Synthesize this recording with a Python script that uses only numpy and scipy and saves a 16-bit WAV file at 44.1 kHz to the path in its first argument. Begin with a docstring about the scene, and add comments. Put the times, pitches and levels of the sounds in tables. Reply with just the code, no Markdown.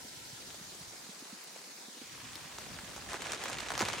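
"""Steady rain in a wet forest, heard while walking in under a stretched tarp.
From the start far leaves hiss, near leaves tick, fat drips thud and stirring air rumbles faintly.
Each drop on the taut fabric is a tick and a quick falling chirp, as its short waves outrun its long ones.
Around two seconds a dip glides down through the hiss and the nearing tarp's patter fills out from above.
After three seconds the tarp is overhead: the forest recedes and the patter is loud and close."""
import sys
import numpy as np
from scipy import signal
from scipy.fft import rfft, irfft
from scipy.io import wavfile
from scipy.ndimage import uniform_filter1d

SR = 44100
rng = np.random.default_rng(int(sys.argv[2]) if len(sys.argv) > 2 else 0)


def unload_wav(signal):
    """Save mono or channel-first audio to the path in sys.argv[1] as 16-bit WAV at rate SR, clipped to [-1, 1]."""
    wavfile.write(
        sys.argv[1],
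        SR,
        np.round(np.clip(np.atleast_2d(signal).T, -1, 1) * 32767).astype(np.int16),
    )


N = 176400
SNAP_LOW_HZ, CUTOFF_HZ = 9500, 15900
DROP_S = .0025  # nominal length of one impact


def amp(db):
    """Amplitude grows tenfold with every 20 decibels."""
    return 10 ** (np.asarray(db) / 20)


def unit(x):
    """Normalisation to an rms of 1."""
    return x / np.sqrt(np.mean(x ** 2) + 1e-20)


def at_hz(points, hz):
    """Interpolation of a curve on a logarithmic frequency axis."""
    known_hz, value = np.transpose(points)
    return np.interp(np.log(hz + 1), np.log(known_hz + 1), value)


def level(points):
    """An amplitude envelope from points in seconds and dB."""
    return amp(np.interp(np.arange(N) / SR, *np.transpose(points)))


def add(mix, start_s, sound):
    """Superposition: a sound adds to the mix from its start time."""
    part = mix[:, max(round(start_s * SR), 0):][:, :sound.shape[-1]]
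    part += sound[..., :part.shape[1]]


def low_cut(x, hz, order):
    """A high-pass filter attenuates the bass below hz."""
    return signal.sosfilt(signal.butter(order, hz, "high", fs=SR, output="sos"), x)


def wash(spectrum, coherence, flicker_db, size, patch_db=2):
    """Partly coherent stereo noise, modulated by drifting spectral patches and a shared flicker."""
    hz = np.fft.rfftfreq(size, 1 / SR)
    frames = N // (size // 4) + 6
    noise = rng.standard_normal((5, frames, len(hz)))
    left, independent = noise[0] + 1j * noise[1], noise[2] + 1j * noise[3]
    patches = unit(uniform_filter1d(uniform_filter1d(noise[4], size=10, axis=0), size=7, axis=1))
    flicker = unit(uniform_filter1d(rng.standard_normal(frames), size=3))[:, None]
    alike = np.clip(at_hz(coherence, hz), -1, 1)
    bins = np.array([left, alike * left + np.sqrt(1 - alike ** 2) * independent])
    bins *= amp(at_hz(spectrum, hz) + patch_db * patches + flicker_db * flicker)
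    return unit(signal.istft(bins.transpose(0, 2, 1), nperseg=size, noverlap=size * 3 // 4)[1][:, :N])


def shower(per_s, spread_db):
    """A Poisson process of impacts, most small and a few large."""
    return amp(spread_db * np.minimum(rng.exponential(1, N), 4.5)) * (rng.random(N) < per_s / SR)


def forest():
    """Incoherent summation: impacts on countless far leaves merge into an even hiss."""
    # Envelope of the hiss. Each row: time in seconds, level in dB.
    envelope = [(0,-48.5),(.5,-48.5),(1.3,-51),(3,-49.5),(3.3,-55)]
    # Its spectrum. Each row: frequency in Hz, relative density in dB.
    spectrum = [(100,-12),(170,3),(300,2),(600,-2),(3000,-2.3),(4300,1.5),(6500,-.5),(9000,-3),(12000,-6.5),(16000,-9)]
    # Its width. Each row: frequency in Hz, left-right correlation from -1 to 1.
    coherence = [(290,.75),(640,.25),(3000,.05),(5500,.15),(7500,0),(11500,-.6)]
    return level(envelope) * wash(spectrum, coherence, flicker_db=-.4, size=512)


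def leaves(count=30, per_s=1200, low_hz=2340, high_hz=8750, level_db=-60.5):
    """Damped resonance: each struck leaf rings for about one cycle, at its own pitch and place."""
    out, t = np.zeros((2, N)), np.arange(500) / SR
    for hz in np.geomspace(low_hz, high_hz, count):
        tick = np.sin(2 * np.pi * hz * t) * np.exp(-hz * t) * np.sqrt(hz)
        ticks = signal.oaconvolve(shower(per_s / count, spread_db=1), tick)[:N]
        pan = rng.random() * np.pi / 2
        out += [np.cos(pan) * ticks, np.sin(pan) * np.roll(ticks, rng.integers(-10, 10))]
    return amp(level_db) * unit(low_cut(out, low_hz / 2, order=2))


def rumble():
    """Modulated low noise, cut out for about a second as by a wind filter, then louder under the tarp."""
    # Envelope of the rumble. Each row: time in seconds, level in dB.
    envelope = [(0,-64),(.6,-64),(1.07,-65),(1.14,-100),(1.85,-106),(2.1,-62),(2.25,-58.5),(2.5,-59.5),(3.1,-54.5),(3.7,-54.5),(3.83,-53)]
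    # Its spectrum. Each row: frequency in Hz, relative density in dB.
    spectrum = [(20,-48),(60,-9.5),(150,-9),(260,-13),(1200,-72)]
    return level(envelope) * wash(spectrum, coherence=[(20, .75), (1000, .75)], flicker_db=2.5, size=2048)


def spray(low_hz, high_hz, t, rise_s=.0004, decay_s=.0005, splash_s=.003, splash_db=-17):
    """A brief impact is broadband: a burst of noise within a band, then a faint splash."""
    band = signal.butter(2, [low_hz, high_hz], "band", fs=SR)
    decay = np.exp(-t / decay_s) + amp(splash_db) * np.exp(-t / splash_s)
    envelope = (1 - np.exp(-t / rise_s)) * decay
    return unit(signal.lfilter(*band, rng.standard_normal(len(t)) * envelope))


def fabric_chirp(pitch, t, sweep_hz=2700, end_hz=280, fall_s=.00095, rise_s=.00045, decay_s=.0014):
    """Dispersion: slower, longer waves cross the fabric last, so the pitch falls; the edges echo it."""
    detune, size = np.exp(.12 * np.clip(rng.standard_normal(2), -2, 2))
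    hz = pitch * detune * (end_hz + sweep_hz / (1 + (t / (fall_s * size)) ** 1.524))
    envelope = (1 - np.exp(-t / rise_s)) * np.exp(-t / (decay_s * size))
    wave = np.sin(2 * np.pi * np.cumsum(hz) / SR) * envelope
    delays_s, signs = rng.uniform(.0006, .006, size=4), rng.choice([-1, 1], size=4)
    reflections = sum(sign * np.interp(t - s, t, wave, left=0) for s, sign in zip(delays_s, signs))
    return wave + amp(-12) * reflections


def tarp_drop(chirp_db, tick_db, pitch, echo_db=-6, echo_s=.007):
    """The tarp's impulse response: a crisp tick and a chirp, scattered between fabric and ground."""
    t = np.arange(1600) / SR
    chirp = fabric_chirp(pitch, t)
    tick = spray(2980, 8300, t) + amp(-13.5) * spray(SNAP_LOW_HZ, CUTOFF_HZ, t)
    direct = (amp(chirp_db) * unit(chirp) + amp(tick_db) * unit(tick)) * np.sqrt(DROP_S * SR / len(t))
    lag_s = 8e-6 * rng.standard_normal()  # the two sides hear it at slightly different times
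    right = irfft(rfft(direct) * np.exp(-2j * np.pi * np.fft.rfftfreq(len(t), 1 / SR) * lag_s))
    scatter = rng.standard_normal((2, len(t))) * np.exp(-t / echo_s) * (1 - np.exp(-t / .0022))
    scatter *= amp(echo_db) / np.linalg.norm(scatter[0])
    return np.array([direct, right]) + signal.fftconvolve(scatter, direct[None], axes=1)[:, :len(t)]


def patter(spots=36, per_s=1600, pitch_spread=.353, pan_db=3):
    """Shot noise: small drops excite many spots of the tarp, louder as it comes overhead."""
    # Envelope of the patter. Each row: time in seconds, level in dB before shading.
    envelope = [(0,-52),(1.2,-50.5),(1.9,-51.5),(2.2,-51),(3.08,-50),(3.1,-43.5),(3.19,-45.5),(3.28,-40.5),(3.4,-43),(3.48,-41.5),(3.64,-43.5),(3.81,-40.5)]
    # Its spectrum. Each row: frequency in Hz, relative density in dB.
    spectrum = [(40,-53),(120,-2),(350,-0.5),(1900,-2.5),(2500,-3.5),(3600,-6),(4800,-11),(6500,-9),(9500,-15.5),(12000,-23.5),(16000,-52)]
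    out = np.zeros((2, N))
    for spot in range(spots):
        drop = tarp_drop(chirp_db=0, tick_db=-3, pitch=np.exp(pitch_spread * rng.standard_normal()))
        pan = amp(pan_db * rng.standard_normal() * np.array([[1], [-1]]))
        impacts = shower(per_s / spots, spread_db=3)
        out += signal.oaconvolve(impacts[None], drop * pan * (-1) ** spot, axes=1)[:, :N]
    bins = rfft(out)
    power = uniform_filter1d((abs(bins) ** 2).mean(0), size=900)
    whitened = bins / np.sqrt(abs(power) + 1e-9)
    colour = amp(at_hz(spectrum, np.fft.rfftfreq(N, 1 / SR)))
    return level(envelope) * unit(irfft(whitened * colour, N))


def shade(x, shelf_db=-6.5, width_oct=.21):
    """Directivity: edge-on, the tarp gives mostly treble; lower bands fill in on walking beneath it."""
    # Upper limit of the weakened band. Each row: time in seconds, frequency in Hz.
    edge = [(1.7,3740),(1.88,3140),(2.03,1840),(2.17,980),(2.6,355),(3.1,121)]
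    hz, t, bins = signal.stft(x, SR, nperseg=512)
    below = np.log2(np.interp(t, *np.transpose(edge)) / (hz[:, None] + 1)) / width_oct
    return signal.istft(bins * amp(shelf_db * (1 + np.tanh(below)) / 2), SR)[1][:, :N]


def hollow(x, dip, width_oct):
    """A time-varying notch filter makes the sound hollow around its centre frequency."""
    hz, t, bins = signal.stft(x, SR, nperseg=2048)
    times, centre_hz, depth_db = np.transpose(dip)
    away = np.log2((hz[:, None] + 1) / np.interp(t, times, centre_hz)) / width_oct
    return signal.istft(bins * amp(-np.interp(t, times, depth_db) * np.exp(-away ** 2)), SR)[1][:, :N]


def thuds(rise_s=.0028, decay_cycles=1.45, sag=.22, overtone_db=-14):
    """Heavy damping: a fat drip gives a few low cycles of sagging pitch, with one overtone."""
    # Fat drips. Each row: start in seconds, relative peak level in dB, mid-glide pitch in Hz.
    drips = [(0.047,-48,243),(.162,-51,114),(0.326,-45.5,120),(0.609,-47,179),(.806,-45.5,153),(1.089,-43.5,204),(1.221,-44.5,277),
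             (1.326,-42.5,220),(1.88,-46,235),(1.968,-47.5,275),(2.014,-42.5,272),(2.358,-46.5,284),(2.45,-47.5,156),(2.702,-45.5,223),(2.83,-44.5,194),
             (3.142,-40,366),(3.807,-26.5,365),(3.82,-31.5,222),(3.825,-36,105)]
    out, t = np.zeros((2, N)), np.arange(3000) / SR
    for start_s, db, hz in drips:
        phase = 2 * np.pi * np.cumsum(hz * (1 + sag * (2 * np.exp(-t * hz / 2) - 1))) / SR
        envelope = (1 - np.exp(-(t / rise_s) ** 2)) * np.exp(-t * hz / decay_cycles)
        envelope /= envelope.max()
        overtone = amp(overtone_db) * np.sin(phase * rng.uniform(1.4, 2.3))
        add(out, start_s, amp(db) * envelope * (np.sin(phase) + overtone))
    return out


def big_drops(chirp_gain_db=2, tick_gain_db=1):
    """Impulsive excitation: heavy drops from the branches strike the tarp one by one."""
    # Heavy drops. Each row: start in seconds, relative chirp and tick levels in dB, chirp pitch factor.
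    strikes = [(0.504,-48.5,-55,1.55),(0.5443,-49,-48,0.43),(1.561,-47,-54,0.5),(2.3556,-45,-46,2.5),(2.5845,-42,-41.5,0.56),(2.7879,-42.5,-50.5,1.28),(2.9632,-45,-44,0.45),(2.978,-48,-48,0.68),
               (3.097,-46,-45.5,1.04),(3.1183,-43,-46,1.13),(3.1321,-37.5,-39,0.59),(3.1422,-34.5,-44,0.804),(3.156,-45,-50,1.16),(3.22,-43,-38.5,0.73),(3.2604,-41.5,-50,0.75),(3.269,-42,-42,1.04),(3.3199,-39.5,-32.5,1.03),(3.333,-37.5,-37.5,0.72),(3.347,-51,-40,0.73),
               (3.4383,-41,-36,0.89),(3.457,-36,-43.5,0.73),(3.483,-42,-38.5,1.1),(3.4987,-38.5,-40,0.83),(3.5302,-41.5,-38.5,1.16),(3.5847,-37,-42,1.7),(3.6001,-44,-46,1.23),(3.6044,-45,-39,0.92),(3.6855,-39.5,-39.5,1.1),(3.7039,-33,-37.5,0.67),
               (3.7187,-34.5,-39.5,0.77),(3.7373,-39.5,-42,0.59),(3.7522,-37,-39.5,0.91),(3.7775,-34.5,-34,0.74),(3.7926,-36,-31.5,0.82),(3.8003,-39,-37,1.1),(3.8053,-29.5,-35.5,0.985),
               (3.811,-31.5,-33,0.64),(3.818,-30,-34,0.915),(3.8251,-31,-41,0.64),(3.829,-43,-45,0.727),(3.8516,-40,-36,0.72),(3.8575,-37,-44,1.6),(3.8855,-32,-33,0.65),(3.8998,-38,-42,0.93),
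               (3.9318,-37.5,-37.5,2.15),(3.9364,-36,-43,.7),(3.983,-39.5,-41.5,1.3)]
    out = np.zeros((2, N))
    for start_s, chirp_db, tick_db, pitch in strikes:
        add(out, start_s, tarp_drop(chirp_db + chirp_gain_db, tick_db + tick_gain_db, pitch))
    return out


def near_ticks():
    """Short impacts are rich in treble: a few drops snap on leaves right beside the path."""
    # Bright snaps. Each row: start in seconds, level in dB.
    snaps = [(1.199,-55),(1.4385,-49.5),(2.355,-51)]
    out, t = np.zeros((2, N)), np.arange(round(DROP_S * SR)) / SR
    for start_s, db in snaps:
        add(out, start_s, amp(db) * spray(SNAP_LOW_HZ, CUTOFF_HZ, t))
    return out


def place_tarp(x):
    """Level and phase differences set the tarp's body a little to the right and spread its treble."""
    # Level difference. Each row: frequency in Hz, right minus left in dB.
    balance = [(100,2.5),(1000,2),(2000,1.1),(4000,-0.1)]
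    # Phase difference. Each row: frequency in Hz, lead of the left side in radians.
    lead = [(6000,.2),(8270,1.2),(11500,3.1)]
    hz, sides = np.fft.rfftfreq(N, 1 / SR), np.array([[-.5], [.5]])
    return irfft(rfft(x) * amp(at_hz(balance, hz) * sides) * np.exp(-1j * at_hz(lead, hz) * sides), N)


def scene(rain_low_hz=145, thud_low_hz=84.5):
    """Superposition of tarp and forest, coloured by two spectral dips, over the rumble."""
    # A slight hollowness at first. Each row: time in seconds, centre in Hz, depth in dB.
    opening_dip = [(.15,1165,26),(.52,1165,0)]
    # A dip that drifts up, then glides down on nearing the tarp. Each row: as above.
    gliding_dip = [(.6,2500,2.5),(1.62,3500,3.5),(1.85,2950,8),(2.02,1950,5.5),(2.2,1050,0)]
    tarp = big_drops() + low_cut(shade(patter()), rain_low_hz, order=4)
    tarp += low_cut(thuds(), thud_low_hz, order=3)
    rain = place_tarp(tarp) + low_cut(forest(), rain_low_hz, order=6) + leaves() + near_ticks()
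    rain = hollow(rain, opening_dip, width_oct=.09)
    return hollow(rain, gliding_dip, width_oct=.16) + rumble()


def record(dry):
    """Band limiting: a steep low-pass filter removes the highest treble."""
    low_pass = signal.firwin(511, CUTOFF_HZ, window=("kaiser", 9), fs=SR)
    return signal.oaconvolve(dry, low_pass[None], "same")


dry = scene()
out = record(dry)
unload_wav(out)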